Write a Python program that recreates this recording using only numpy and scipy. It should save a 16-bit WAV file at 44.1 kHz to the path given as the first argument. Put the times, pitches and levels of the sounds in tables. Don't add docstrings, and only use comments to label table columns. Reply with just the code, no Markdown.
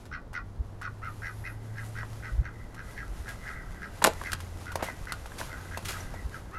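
import sys
import numpy as np
from scipy import signal
from scipy.fft import rfft, irfft
from scipy.io import wavfile
from scipy.ndimage import uniform_filter1d

SR = 44100
rng = np.random.default_rng(int(sys.argv[2]) if len(sys.argv) > 2 else 0)


def log_audio(samples):
    frames = np.atleast_2d(samples).T
    limited = np.clip(frames, -1, 1)
    pcm = np.round(limited * 32767).astype(np.int16)
    wavfile.write(sys.argv[1], SR, pcm)


N = 290343
TIME = np.arange(N) / SR

# start in seconds, length in seconds, level in dB, open-bill resonance in Hz, stretch factor
QUACKS = [(0.11, 0.068, -45.5, 1670, 0.94), (0.337, 0.052, -45, 1810, 0.94),
          (.814, 0.07, -44.5, 1550, 0.94), (1.215, 0.094, -43, 1850, 1.01), (1.436, .074, -46.5, 2200, 1),
          (1.752, 0.084, -48.5, 1790, 1.035), (1.948, 0.084, -46, 1820, 0.99),
          (2.221, 0.081, -47.5, 1830, 0.97), (2.427, 0.074, -50, 1750, 0.98), (2.763, 0.069, -52, 1670, 1),
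          (2.961, 0.07, -48, 1950, 1.08), (3.254, 0.077, -49, 1660, 1.015),
          (3.448, 0.074, -47.5, 1730, 1.03), (3.814, 0.057, -49, 1690, 1.02),
          (4.234, 0.074, -44, 2070, 1.03), (4.651, 0.083, -48, 1660, 0.93),
          (4.85, 0.069, -47.5, 2080, 0.97), (5.067, .072, -47, 1940, .985), (5.489, 0.073, -50, 1830, 0.95),
          (5.706, 0.077, -49.5, 1740, 1.01), (5.914, 0.059, -51, 1550, 0.98), (6.315, 0.07, -51, 1500, 1)]
# time in seconds, hoarseness from 0 to 1.
HOARSENESS = [(1.2, 0.04), (1.9, 0.44), (6.5, 0.14)]
# centre in Hz, base width in Hz, relative level in dB.
THROAT_MODES = [(1317, 89, -0.5), (1575, 100, 2.5), (1977, 92, 0.5), (1107, 144, -10), (2504, 114, -6)]
# centre in Hz, width in Hz, relative level in dB.
NASAL_MODES = [(2890, 480, 3), (3810, 360, -1), (4390, 140, -2), (5390, 410, 1.5), (5820, 300, -1.5)]
# start in seconds, length in seconds, level in dB, top pitch in Hz.
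HONKS = [(1.017, .088, -47, 698), (6.518, 0.106, -47, 660)]
HONK_OVERTONES_DB = [-7.5, -19]
# start in seconds, knock level in dB, knock centre in Hz, relative crack
# level in dB.
SNAPS = [(.054, -52, 1400, -40.5), (0.331, -41, 1070, -37), (.814, -38.5, 1190, -35.5),
         (2.031, -32.5, 1010, -50), (2.744, -46, 1070, -38.5), (4.019, -26, 1070, -36),
         (4.0226, -19.5, 860, -21), (4.041, -13, 1510, 0.5), (4.046, -11.5, 1390, 0),
         (4.0473, -10.5, 810, -19), (4.0592, -18.5, 620, -14), (4.068, -25, 750, -8),
         (4.0748, -12.5, 730, -15), (4.214, -29.5, 1020, -36), (4.318, -46, 1700, -19),
         (4.331, -27, 1680, -13.5), (4.403, -39, 1350, -30), (4.718, -36.5, 1200, -29),
         (4.7553, -22, 720, -19), (4.8254, -21.5, 720, -31), (4.8851, -29.5, 830, -47),
         (5.121, -27.5, 1460, -20), (5.258, -37, 1220, -33.5), (5.319, -39, 1240, -44),
         (5.402, -34, 613, -24), (5.413, -27, 1280, -40), (5.773, -29, 815, -23.5),
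         (6.139, -34.5, 770, -38.5)]
# frequency in Hz, decay in seconds, relative level in dB.
STICK_MODES = [(191, 0.0038, 10.5), (323, 0.0046, 2.5), (508, 0.0042, -1), (652, 0.0014, 6.5),
               (880, 0.003, -1), (1030, 0.0028, -2.5), (1514, 0.0011, 8.5), (2870, 0.0011, 0.5)]
# start in seconds, relative level in dB.
CRUNCHES = [(3.283, -35), (4.824, -25.5), (5.381, -27.5), (5.45, -41.5), (5.847, -25.5), (5.882, -20.5)]
# frequency in Hz, relative level in dB.
CRACK_SPECTRUM = [(300, -25.5), (1200, 10), (2300, 9.5), (4200, 6), (8200, 2.5), (12500, 2), (13300, -12),
                  (16000, -16)]
LEAF_SPECTRUM = [(300, 6.5), (900, 10), (2500, 2.5), (4500, -0.5), (7200, -1), (8300, -5), (9800, -2),
                 (12400, -4), (13300, -16), (16000, -31)]
TICK_SPECTRUM = [(2000, -23), (7300, -3), (12000, -1), (13300, -23)]
AIR_SPECTRUM = [(15, -4), (30, 3.5), (60, 1), (120, -5.5), (200, -10.5), (400, -16.5), (900, -21.5),
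                (1600, -30), (2500, -40.5), (5000, -45), (14000, -62)]
# time in seconds, level in dB.
RUSTLE_LEVELS = [(0, -57.5), (.22, -71.5), (.8, -65), (1.1, -56.5), (2.65, -65.5), (3.3, -58), (5.7, -53.5),
                 (6.58, -57.5)]
SLEEVE_LEVELS = [(1.02, -105), (1.08, -68.5), (1.53, -62.5), (1.62, -93)]
# peak time in seconds, level in dB.
STRIDES = [(1.87, -54.5), (2.17, -53), (2.93, -57), (3.27, -52.5), (4.2, -47), (4.87, -57), (5.47, -47.5),
           (5.98, -46.5)]
FLURRIES = [(1.865, -57), (2.915, -63), (3.24, -65)]
SCUFFS = [(4.83, -34.5), (5.9, -43), (6.14, -51)]
FLOCK_BOUTS = [(2.92, -50), (3.55, -43), (3.74, -58), (4.2, -55), (5.62, -50.5), (6.07, -50)]
# centre in seconds, frequency in Hz, envelope peak in dB, half length in seconds.
JOLTS = [(0.606, 58, -21, 0.012), (2.344, 49.7, -25.5, 0.027), (2.396, 56.3, -15, 0.013),
         (2.414, 124, -26.5, 0.011), (3.111, 46.8, -29, 0.025), (3.207, 62.5, -28.5, 0.015),
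         (6.259, 58.3, -26.5, 0.019)]
# start in seconds, centre in Hz, level in dB, decay in seconds.
CHIRPS = [(6.003, 5860, -35, 0.0058)]
# time in seconds, firing rate in Hz, relative level in dB.
PULL_HIGH = [(.2, 99.8, -54), (.7, 100, -44), (1.1, 105.9, -43), (1.75, 108.7, -38.5), (2.3, 110, -41.5),
             (2.7, 112.9, -53), (3.5, 112.9, -49)]
PULL_LOW = [(3.9, 88, -49), (4.5, 87, -41), (5.1, 90, -50), (5.85, 91, -41), (6.58, 92, -55)]


def ducks():
    out = np.zeros(N)
    t = np.arange(int(.13 * SR)) / SR
    for start_s, length_s, db, bill_hz, stretch in QUACKS:
        hoarse = np.interp(start_s, *np.transpose(HOARSENESS))
        add(out, start_s, undb(db) * quack(t, length_s, bill_hz, stretch, hoarse))
    for start_s, length_s, db, pitch_hz in HONKS:
        add(out, start_s, undb(db) * honk(t, length_s, pitch_hz))
    return out


def quack(t, length_s, open_bill_hz, stretch, hoarse, nasal_db=-18.5):
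    effort = call_effort(t, length_s)
    bill_hz = open_bill_hz * (.72 + .28 * effort)
    slow = syrinx(t, hz=85, jitter=.06 + .12 * hoarse, rasp=.4 + .8 * hoarse)
    fast = syrinx(t, hz=258 * stretch, jitter=.03 + .09 * hoarse, rasp=.35 + .8 * hoarse)
    drive = (slow + .7 * effort * fast) * effort ** .45
    throat = 0
    for hz, width_hz, db in THROAT_MODES:
        hz = hz * stretch if hz < 1800 else hz
        off_centre_db = 11 * np.tanh((np.log2(hz / bill_hz) / .38) ** 2)
        ring = band(drive, hz, width_hz * (1 + .5 * hoarse))
        throat += unit(band(ring, hz, 3.2 * width_hz, order=2)) * undb(db - off_centre_db)
    shifts = np.exp(.025 * rng.standard_normal(len(NASAL_MODES)))
    nasal = sum(undb(db) * unit(band(drive * np.sqrt(effort), hz * shift, width_hz, order=2))
                for (hz, width_hz, db), shift in zip(NASAL_MODES, shifts))
    voice = unit(throat) + undb(nasal_db) * unit(nasal)
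    pitch_arch = 1 + .11 * (1 - hoarse) * (effort - .78)
    return np.interp(np.cumsum(pitch_arch) / SR, t, voice) * np.sqrt(t[-1] / length_s)


def syrinx(t, hz, jitter, rasp, scatter_db=2.5, puff_s=.003):
    timing, strength = rng.standard_normal((40, 2)).T
    periods_s = np.exp(jitter * timing) / hz
    onsets = ((np.cumsum(periods_s) - .75 * periods_s[0]) * SR).astype(int)
    inside = onsets < len(t)
    slaps = np.zeros(len(t))
    slaps[onsets[inside]] = undb(scatter_db * strength[inside])
    puffs = signal.lfilter([1], [1, -np.exp(-1 / (puff_s * SR))], slaps) * rng.standard_normal(len(t))
    return unit(slaps) + rasp * unit(puffs)


def honk(t, length_s, pitch_hz, bend=.199, rasp_db=-4.5):
    effort = call_effort(t, length_s)
    flutter = unit(band(rng.standard_normal(len(t)), 85, 60))
    hz = pitch_hz * (1 + bend * (effort - 1)) * (1 + .02 * flutter)
    phase = 2 * np.pi * np.cumsum(hz) / SR
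    harmonics = sum(undb(db) * np.sin(k * phase) for k, db in enumerate([0] + HONK_OVERTONES_DB, 2))
    note = unit(harmonics * effort ** .7 * (1 + .35 * flutter)) * np.sqrt(t[-1] / length_s)
    return note + undb(rasp_db) * quack(t, length_s, 2 * pitch_hz, stretch=.96, hoarse=0)


def call_effort(t, length_s):
    return np.sin(np.pi * np.minimum(t / length_s, 1) ** .8).clip(0)


def steps():
    knocks, cracks = np.zeros(N), np.zeros(N)
    t = np.arange(int(.15 * SR)) / SR
    for start_s, knock_db, centre_hz, crack_db in SNAPS:
        decay_s = .0042 * 2 ** ((-9.5 - crack_db) / 20.5)
        add(knocks, start_s, undb(knock_db) * knock(t, centre_hz))
        add(cracks, start_s, undb(crack_db) * splinters(t, decay_s))
    for start_s, db in CRUNCHES:
        add(cracks, start_s, undb(db) * splinters(t, decay_s=.034))
    return knocks + undb(-10.5) * colour(cracks, CRACK_SPECTRUM)


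def knock(t, centre_hz, rms_window_s=.0023, soil_db=-11, soil_decay_s=.0058):
    detune = np.exp(.06 * rng.standard_normal())
    ring = 0
    for hz, decay_s, db in STICK_MODES:
        gain = undb(db - 19 * np.tanh(np.log2(hz / centre_hz) ** 2))
        phase = 2 * np.pi * (hz * detune * t + rng.random())
        ring += gain * burst(t, 1 / hz, decay_s) * np.sin(phase)
    soil = unit(band(rng.standard_normal(len(t)), .74 * centre_hz, .8 * centre_hz, order=2))
    soil *= undb(soil_db) * burst(t, 1 / centre_hz, soil_decay_s)
    return unit(ring) * np.sqrt(rms_window_s / t[-1]) + soil


def splinters(t, decay_s):
    noise = rng.standard_normal(len(t))
    roughness = undb(2.5 * rng.standard_normal(len(t) // 32 + 1)).repeat(32)[:len(t)]
    return unit(noise * roughness) * burst(t, .096 * decay_s, decay_s)


def rustle():
    crackle = grains(rate_hz=350)
    crackle *= undb(3.5 * rng.exponential(size=N).clip(0, 4) + 3 * drift(28))
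    brush = rng.standard_normal(N) * undb(2 * drift(18))
    sleeve = unit(band(rng.standard_normal(N), 10850, 2200, order=3)) * undb(curve(SLEEVE_LEVELS))
    stirring = np.hypot(undb(curve(RUSTLE_LEVELS)), swells(STRIDES, rise_s=.25, fall_s=.18))
    return unit(colour(brush + .41 * unit(crackle), LEAF_SPECTRUM)) * stirring + sleeve


def flurries():
    ticks = colour(grains(rate_hz=4000), TICK_SPECTRUM)
    return unit(ticks) * swells(FLURRIES, rise_s=.07, fall_s=.069)


def scuffs():
    grit = band(grains(rate_hz=1500), 704, 1240, order=2)
    return unit(grit) * swells(SCUFFS, rise_s=.027, fall_s=.018)


def jolts():
    out = np.zeros(N)
    t = np.arange(-.1, .1, 1 / SR)
    for centre_s, hz, db, half_s in JOLTS:
        envelope = undb(db) * np.exp(-(t / half_s) ** 2)
        add(out, centre_s + t[0], -envelope * np.sin(2 * np.pi * hz * t))
    return out


def flock(mutter_db=-62, mutter_from_s=1.45, slap_rate_hz=600):
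    voices = 0
    for hz, width_hz, _ in THROAT_MODES[:3]:
        slaps = (rng.random(N) < slap_rate_hz / SR) * undb(3.5 * drift(22))
        voices += band(slaps, hz, 1.73 * width_hz, order=2) * hz
    mutter = undb(mutter_db) * uniform_filter1d(1. * (TIME > mutter_from_s), SR // 2)
    return unit(voices) * np.hypot(mutter, swells(FLOCK_BOUTS, rise_s=.11, fall_s=.15))


def chirp():
    out = np.zeros(N)
    t = np.arange(int(.2 * SR)) / SR
    for start_s, hz, db, decay_s in CHIRPS:
        note = unit(band(rng.standard_normal(len(t)), hz, width_hz=190, order=2))
        add(out, start_s, undb(db) * note * burst(t, .15 * decay_s, decay_s))
    return out


def engine(pull):
    gate = uniform_filter1d(1. * ((TIME >= pull[0][0]) & (TIME <= pull[-1][0])), SR // 10)
    firing_hz = curve(pull) * (1 + .0016 * drift(5.47))
    phase = 2 * np.pi * np.cumsum(firing_hz) / SR
    level_db = curve(pull, column=2) - 2 + drift(21.36)
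    return np.sqrt(2) * np.sin(phase) * gate * undb(level_db)


def air(start_db=-44.5, rise_db_per_s=.4363):
    noise = colour(rng.standard_normal(N), AIR_SPECTRUM)
    lows = signal.sosfilt(signal.butter(2, 200, fs=SR, output="sos"), noise)
    rumble = noise * undb(.032 * drift(5.3)) + .31 * drift(24.025) * lows
    return unit(rumble) * undb(start_db + rise_db_per_s * TIME)


def yard_echoes(x, wall_db, wall_s, tail_db, t60_s):
    t = np.arange(SR) / SR
    scatter = rng.standard_normal(SR) * (rng.random(SR) < .05)
    scatter *= burst(t, .0025, t60_s / np.log(1000))
    response = undb(tail_db) * unit(scatter) / np.sqrt(SR)
    response[int(wall_s * SR)] += undb(wall_db)
    echoes = signal.fftconvolve(x, response)[:N]
    return signal.sosfilt(signal.butter(1, 4500, fs=SR, output="sos"), echoes)


def undb(db):
    return 10 ** (np.asarray(db) / 20)


def unit(x):
    return x / np.sqrt(np.mean(x ** 2) + 1e-18)


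def curve(rows, column=1):
    rows = np.array(rows)
    return np.interp(TIME, rows[:, 0], rows[:, column])


def burst(t, rise_s, decay_s):
    return (1 - np.exp(-t / rise_s)) * np.exp(-t / decay_s)


def swells(rows, rise_s, fall_s):
    gains = (undb(db) * np.exp(-np.maximum((peak_s - TIME) / rise_s, (TIME - peak_s) / fall_s))
             for peak_s, db in rows)
    return np.sqrt(sum(gain ** 2 for gain in gains))


def grains(rate_hz):
    return (rng.random(N) < rate_hz / SR) * rng.standard_normal(N)


def drift(rate_hz):
    hold = int(SR / rate_hz)
    stairs = np.repeat(rng.standard_normal(N // hold + 1), hold)
    return 1.3 * uniform_filter1d(uniform_filter1d(stairs, hold), hold)[:N]


def add(out, start_s, x):
    i = int(np.clip(start_s * SR, 0, N - 1))
    out[i:i + len(x)] += x[:N - i]


def band(x, hz, width_hz, order=1):
    low_hz = np.sqrt(hz ** 2 + width_hz ** 2 / 4) - width_hz / 2
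    edges_hz = [low_hz, min(low_hz + width_hz, SR / 2 - 1)]
    return signal.sosfilt(signal.butter(order, edges_hz, "band", fs=SR, output="sos"), x)


def colour(x, spectrum, size=8192):
    hz, db = np.transpose(spectrum)
    bins_hz = np.arange(size // 2 + 1) * SR / size
    gain = unit(undb(np.interp(np.log(bins_hz + 1), np.log(hz), db)))
    cepstrum = irfft(np.log(gain))
    cepstrum[1:size // 2] *= 2
    cepstrum[size // 2 + 1:] = 0
    return signal.fftconvolve(x, irfft(np.exp(rfft(cepstrum))))[:len(x)]


def scene():
    calls = ducks()
    calls += yard_echoes(calls, wall_db=-26, wall_s=.032, tail_db=-4, t60_s=.16)
    birds = calls + flock() + chirp()
    feet = steps()
    feet += yard_echoes(feet, wall_db=-13.5, wall_s=.017, tail_db=-12.5, t60_s=.22)
    walker = feet + rustle() + flurries() + scuffs() + jolts()
    return (birds + walker + engine(PULL_HIGH) + engine(PULL_LOW) + air())[None]


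def record(dry):
    ceiling, top_hz = .8, 15800
    rounded = ceiling * np.tanh(dry / ceiling)
    return signal.sosfilt(signal.ellip(8, .2, 70, top_hz, fs=SR, output="sos"), rounded)


dry = scene()
out = record(dry)
log_audio(out)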